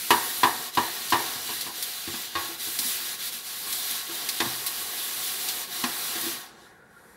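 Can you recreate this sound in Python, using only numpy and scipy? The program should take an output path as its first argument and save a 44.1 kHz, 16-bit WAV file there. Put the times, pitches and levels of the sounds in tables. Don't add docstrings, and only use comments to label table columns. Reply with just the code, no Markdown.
import sys
import numpy as np
from scipy import signal
from scipy.fft import rfft, irfft, next_fast_len
from scipy.io import wavfile
from scipy.ndimage import uniform_filter1d, map_coordinates

SR = 44100
rng = np.random.default_rng(int(sys.argv[2]) if len(sys.argv) > 2 else 0)


def generate_wav(signal):
    frames = np.transpose(np.atleast_2d(signal))
    scaled = np.clip(frames, -1, 1) * 32767
    pcm = np.round(scaled).astype(np.int16)
    wavfile.write(sys.argv[1], SR, pcm)


def invert_db(level):
    return 10 ** (np.asarray(level, dtype=float) / 20)


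N = 315756

# pitch_hz, level_db (per Hz)
KITCHEN_TONE = [(25, -28), (55, 0), (100, -5.5), (195, -2.5), (300, -8), (500, -4), (650, -14), (830, -6.5),
                (1250, -21), (1400, -3.5), (1900, -13), (2080, -27), (5000, -38), (10400, -33),
                (16000, -52)]
# start_s, pitch_hz, level_db, t60_s
DRIP = (6.962, 1398, -42, .1)
# pitch_hz, base_bang_db, side_bump_db, t60_s
POT_MODES = [(128, -12, -5, 0.61), (191, -40, -7, 0.044), (243.4, -11, -5, 0.23), (338, -7, -1.5, 0.28),
             (414.7, -13, -14.5, 0.25), (713.3, -17.5, -3.5, 0.28), (738, -33, -12, 0.21),
             (830.6, -12, -6, 0.34), (925, -11.5, -24, 0.48), (973, -2, -22, 0.26), (998, -1, -24, 0.2),
             (1100, -18, 2.5, 0.2), (1151, -3, -11, 0.16), (1190, -30, -4.5, 0.15), (1414, -34, -12, 0.54),
             (1620, -7, -2, 0.13), (1700, -14.5, -15, 0.33), (1804, -13.5, -29, 0.47),
             (1871, -5.5, -5, 0.12), (2124, -29, -28, 0.24), (2497, -18, -3.5, 0.13),
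             (2867, -8, -10, 0.082), (2915, -8.5, -27, 0.17), (2960, -25, -40, .12), (3420, -25, -11, 0.08),
             (3700, -34, -1, 0.11), (4020, -27, -25, .14), (4390, -25, 8, 0.032)]
# pitch_hz, t60_s
SHEET_DECAY = [(100, 0.14), (1000, 0.43), (2000, 0.21), (5000, 0.13), (12000, 0.039)]
# pitch_hz, level_db (per Hz)
CLATTER_COLOUR = [(47, -42), (80, 12), (515, -20), (1040, -1.5), (1410, -12.5), (1870, -7.5), (2280, -11.5),
                  (3940, -8.5), (6250, -23), (15000, -35)]
# pitch_hz, level_db (per Hz)
CRACK_COLOUR = [(1200, -37), (2000, -7.5), (3000, -5), (4200, 3), (6500, -6), (9000, -7), (15000, -23)]
# start_s, peak_db
BANGS = [
    (0.105, -5),
    (0.432, -6.5),
    (0.772, -10.5),
    (1.122, -8),
    (1.491, -29),
    (1.664, -29.5),
]
# start_s, middle_peak_db, then relative to it thud_db, deep_db, low_db
BUMPS = [(1.354, -39, -14, -10, -10), (2.074, -37.5, -12.5, -7, -1.5), (2.138, -36, -25, -7, -10),
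         (2.489, -46.5, -26, -29, 3), (2.67, -45, -15, -5, 2), (2.792, -50, -19, 3.5, -1),
         (2.848, -47, -21, 1, -12), (4.09, -46, -20, -20, 3.5), (4.402, -20.5, -30, -21, -11),
         (4.458, -37, -8, -2, -14), (5.838, -23.5, -29.5, -10.5, -12.5), (6.153, -34, -35, -15, -6),
         (6.23, -42, -18, -6, 1), (6.263, -39.5, -22, -10, 3.5)]
# start_s, middle_peak_db, then relative to it thud_db, deep_db, low_db
RAPS = [
    (2.352, -21, -26, -21, -8.5),
    (3.665, -35.5, -35, -14, -21),
]
# pitch_hz, level_db
RIM_FAVOUR = [(100, -7), (700, -14.5), (920, 4), (1030, -9), (1105, 4), (1180, -2), (1440, -2), (5000, -8)]
# start_s, peak_db, fizz_share_db, t60_s
SNAGS = [(0.1043, -10, -11, 0.12), (0.4349, -19, -19, 0.094), (0.7494, -21.5, -9, 0.065),
         (1.102, -17, -9, 0.11), (1.6092, -17.5, -10, 0.11), (1.824, -18.5, -6, 0.14),
         (2.788, -12.5, -8, 0.11), (3.3243, -26, -17, 0.046), (3.7249, -16, -10, 0.091),
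         (3.909, -20.5, -3, 0.06), (4.2878, -11.5, -10.5, 0.089), (4.663, -16, -6, 0.14),
         (5.4848, -13.5, -14, 0.14), (5.8376, -27, -17, 0.075), (6.2118, -20, -5, 0.06)]
# time_s, pressure_as_hiss_db, suds_squeezed_out_db
STROKE = [(0.0, -37, 2), (0.38, -39, 4), (0.6, -39.5, 2), (0.88, -38.5, 0.5), (1.45, -36, 0.8),
          (1.64, -38, 0.6), (1.83, -40, 1.1), (2.33, -37.5, -1), (2.73, -39, 3.5), (2.87, -35, 5),
          (3.0, -37, 1), (3.55, -40, 2.5), (3.75, -36.5, 4), (3.99, -34.5, 0.7), (4.17, -37.5, 1),
          (4.95, -38, 3.5), (5.6, -36.5, 2), (6.28, -36.5, 2)]
# time_s, hush_db,
# half_length_s
TURNS = [(0.34, 0.5, .015), (0.717, 8, 0.016), (1.423, 3, 0.051), (1.724, 5, 0.024), (2.325, 6.5, 0.04),
         (2.576, 6, 0.014), (3.176, 5.5, .013), (3.309, 6, 0.011), (3.426, 5.5, 0.02), (4.067, 5, 0.044),
         (5.679, 8.5, 0.026), (6.55, 4, 0.032), (6.84, 10, 0.078)]
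# pitch_hz, level_db (per Hz)
PAD_COLOUR = [(880, -19.5), (1500, -7), (1840, -7.5), (2140, -5), (2250, -5.5), (2920, -4.5), (3920, 1),
              (5640, -5.5), (8000, -10), (10400, -28), (17600, -120)]
# pitch_hz, level_db (per Hz)
FIZZ_COLOUR = [(3200, -20), (5500, -7), (6750, -5.5), (8600, -1.5), (9600, 1.5), (11900, 2.5), (14500, 0),
               (15800, -1.5)]
# pitch_hz, level_db
SETTLED_FOAM = [(9000, 1.5), (12000, 0), (15000, -10), (15800, -16)]
# pitch_hz, level_db (per Hz)
WALL_COLOUR = [(40, -34), (141, -16.5), (233, -6), (337, -3.5), (500, -3), (600, -11), (702, 0.5),
               (1250, -4), (1700, -3), (2050, -5), (2300, -9), (3400, -40)]
# trail_db, fall_db_per_s, rest_db
AFTER_LIFT = [
    (-44.5, 38, -69.5),
    (-56.5, 48, -62.5),
    (-46, 30, -57),
]
# pitch_hz, width_hz, side_share
PORTS = [
    (1910, 270, 0.27),
    (9730, 270, -0.43),
]

KITCHEN_DB = -54
LIFT_S, LIFT_DB_PER_S2 = 6.26, 478
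WALL_DB = -11
BASE_DB, BASE_FROM_S, MOVE_S = 4.5, 4, 0.12
SHAKE_DB, SHAKE_DB_PER_DB, SHAKE_T60_S, SHAKE_HISS_DB = -27.5, 0.59, 1.1, -7
RIPPLE_DB, RIPPLE_HZ = 1.5, 45


def unit(x):
    return x / np.sqrt(np.mean(x ** 2) + 1e-20)


def along(points, hz):
    point_hz, value = np.transpose(points)
    return np.interp(np.log(hz + 1), np.log(point_hz + 1), value)


def wobble(rate):
    knots = rng.standard_normal(int(N * rate / SR) + 4)
    return map_coordinates(knots, [np.arange(N) * rate / SR])


def filtered(x, response):
    size = next_fast_len(x.shape[-1] + 8192)
    spectrum = rfft(x, size) * response(np.fft.rfftfreq(size, 1 / SR))
    return irfft(spectrum, size)[..., :x.shape[-1]]


def coloured(x, spectrum):
    return unit(filtered(x, lambda hz: invert_db(along(spectrum, hz))))


def scratches(grit_db, patchy_db):
    slips = rng.standard_normal(N) * invert_db(grit_db * wobble(900))
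    z = signal.stft(slips, nperseg=512)[2]
    patches = uniform_filter1d(rng.standard_normal(z.shape), 6, 0)
    patches = unit(uniform_filter1d(patches, 8, 1))
    return signal.istft(z * invert_db(patchy_db * patches), nperseg=512)[1][:N]


def add(out, start_s, sound):
    out[round(start_s * SR):][:len(sound)] += sound


def drip():
    start_s, hz, db, t60_s = DRIP
    t = np.maximum(np.arange(N) / SR - start_s, 0)
    envelope = invert_db(db - 60 * t / t60_s) * (1 - np.exp(-t / 0.0034))
    return envelope * np.sin(2 * np.pi * hz * t * (1 + 0.34 * t))


def kitchen():
    level = invert_db(KITCHEN_DB - 1.1 + 0.54 * wobble(3.9))
    return level * coloured(scratches(grit_db=-0.2, patchy_db=1.5), KITCHEN_TONE)


def blows(table, mode_db, high_db, clatter_db, crack_db, damping):
    out, t = np.zeros(N + SR), np.arange(SR * 2 // 5) / SR
    hz, t60 = np.transpose(POT_MODES)[[0, 3], :, None]
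    for start_s, db, thud_db, deep_db, low_db in table:
        balance_db = [thud_db + 15, deep_db + 15.5, deep_db + 20.5, low_db + 13, low_db + 21.0,
                      0, 0, high_db + 5]
        place = lambda f: np.interp(f, [165, 195, 280, 310, 500, 650, 1350, 1550], balance_db)

        gains = invert_db(mode_db + place(hz[:, 0]) + rng.normal(0, 1.2, len(hz)))
        signs = (-1.) ** (hz[:, 0] // 260)
        drift = np.cumsum(rng.standard_normal((len(hz), len(t))), axis=1) * .012
        phase = 2 * np.pi * hz * t + .25 * rng.standard_normal(hz.shape) + drift
        ring = (gains * signs) @ (invert_db(-60 * damping * t / t60) * np.sin(phase))
        ring *= 1 - np.exp(-t / 0.0026)

        f, frame_s, z = signal.stft(rng.standard_normal(len(t)), SR, nperseg=128)
        decay = invert_db(-60 * damping * frame_s / along(SHEET_DECAY, f)[:, None])
        sheet = signal.istft(z * decay, SR, nperseg=128)[1][:len(t)]
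        sheet = filtered(sheet, lambda f: invert_db(along(CLATTER_COLOUR, f) + place(f)))
        sheet *= 1 - np.exp(-t / 0.0012)

        crack = coloured(rng.standard_normal(len(t)), CRACK_COLOUR)
        crack *= invert_db(high_db - 60 * t / .045) * (1 - np.exp(-t / 0.0049))
        add(out, start_s, invert_db(db - 8) * (ring + invert_db(clatter_db) * sheet + invert_db(crack_db) * crack))
    return out[:N]


def rim_raps():
    hz, _, side_db, _ = np.transpose(POT_MODES)
    return blows(RAPS, side_db + along(RIM_FAVOUR, hz), high_db=-1.5, clatter_db=13, crack_db=-1.0,
                 damping=0.81)


def side_bumps():
    side_db = np.transpose(POT_MODES)[2]
    return blows(BUMPS, side_db, high_db=-0.4, clatter_db=18.0, crack_db=14.0, damping=1.24)


def base_bangs():
    base_db = np.transpose(POT_MODES)[1]
    tone_db = np.array([-33.5, -21, -18])
    table = [(start_s, db, *(tone_db - 0.22 * db)) for start_s, db in BANGS]
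    return blows(table, base_db, high_db=-6.0, clatter_db=14.0, crack_db=-7.0, damping=1.206)


def snags():
    out, t = np.zeros(N + SR), np.arange(SR // 5) / SR
    for start_s, db, fizz_db, t60_s in SNAGS:
        contact = coloured(rng.standard_normal(len(t)), CRACK_COLOUR)
        fizz = coloured(rng.standard_normal(len(t)), FIZZ_COLOUR)
        envelope = invert_db(db - 11.5 - 60 * t / t60_s) * np.minimum(t / 0.0014, 1)
        add(out, start_s, envelope * (contact + invert_db(fizz_db + 10.0) * fizz))
    return out[:N]


def effort():
    t = np.arange(N) / SR
    stroke_s, *controls = np.transpose(STROKE)
    press_db, suds_db = (np.interp(t, stroke_s, v) for v in controls)
    off = np.maximum(t - LIFT_S, 0)
    peel = invert_db(-LIFT_DB_PER_S2 * off ** 2)
    hiss = invert_db(press_db) * peel

    power = np.zeros(N)
    for at, db, *_ in BANGS + BUMPS + RAPS:
        tremble_db = SHAKE_DB + SHAKE_DB_PER_DB * db - 60 * np.abs(t - at) / SHAKE_T60_S
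        power += (t > at) * invert_db(tremble_db) ** 2
    shake = np.sqrt(power) * peel

    on_base = np.clip((t - BASE_FROM_S) / MOVE_S, 0, 1)
    wall = np.hypot(hiss * invert_db(WALL_DB + BASE_DB * on_base), shake)
    hiss = np.hypot(hiss, invert_db(SHAKE_HISS_DB) * shake)

    gains = []
    for gain, (trail_db, fall, rest_db) in zip([hiss, hiss * invert_db(suds_db), wall], AFTER_LIFT):
        left = np.hypot(invert_db(trail_db - fall * off), invert_db(rest_db))
        gains.append(np.hypot(gain, (off > 0) * left))
    return gains


def combed(x):
    knots = rng.standard_normal(2000)
    return filtered(x, lambda hz: invert_db(RIPPLE_DB * map_coordinates(knots, [hz / RIPPLE_HZ])))


def wall_modes(hz):
    response = 0.35
    for k, (mode_hz, _, side_db, t60_s) in enumerate(POT_MODES):
        drive = (-1) ** k * invert_db(1.12 * side_db) * 1j * hz * (4.6 / t60_s)
        response = response + drive / (mode_hz ** 2 - hz ** 2 + 1j * hz * 3.35 / t60_s)
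    return response


def sponge():
    t = np.arange(N) / SR
    rub, foam, wall = effort()
    hush = sum(db * np.exp(-.5 * ((t - at) / half) ** 2) for at, db, half in TURNS)
    press = 0.99 * wobble(11) - hush
    hiss = rub * invert_db(1.5 + press) * coloured(scratches(grit_db=0.74, patchy_db=1.05), PAD_COLOUR)
    fizz = coloured(scratches(grit_db=0.5, patchy_db=1.14), FIZZ_COLOUR)
    fizz *= foam * invert_db(1.7 + 1.2 * press)
    settled = filtered(fizz, lambda hz: invert_db(along(SETTLED_FOAM, hz)))
    fizz = np.where(t < LIFT_S + .22, fizz, settled)
    rubbed = coloured(filtered(scratches(grit_db=1.0, patchy_db=1.7), wall_modes), WALL_COLOUR)
    return combed(hiss + fizz) + wall * invert_db(-0.27 + 0.6 * wobble(7.8) - 0.59 * hush) * rubbed


def scene():
    mono = kitchen() + drip() + rim_raps() + side_bumps() + base_bangs() + snags() + sponge()
    port = lambda f: sum(share * 1j * f * width / (centre ** 2 - f ** 2 + 1j * f * width)
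                         for centre, width, share in PORTS)
    side = filtered(mono, port)
    return np.array([mono + side, mono - side])


def roll_off(x):
    return signal.sosfilt(signal.butter(12, 16990, fs=SR, output="sos"), x)


def record(dry):
    heard = filtered(dry, lambda hz: (hz < 15730) * (1j * hz / (55 + 1j * hz)) ** 2)
    return roll_off(heard)


dry = scene()
out = record(dry)
generate_wav(out)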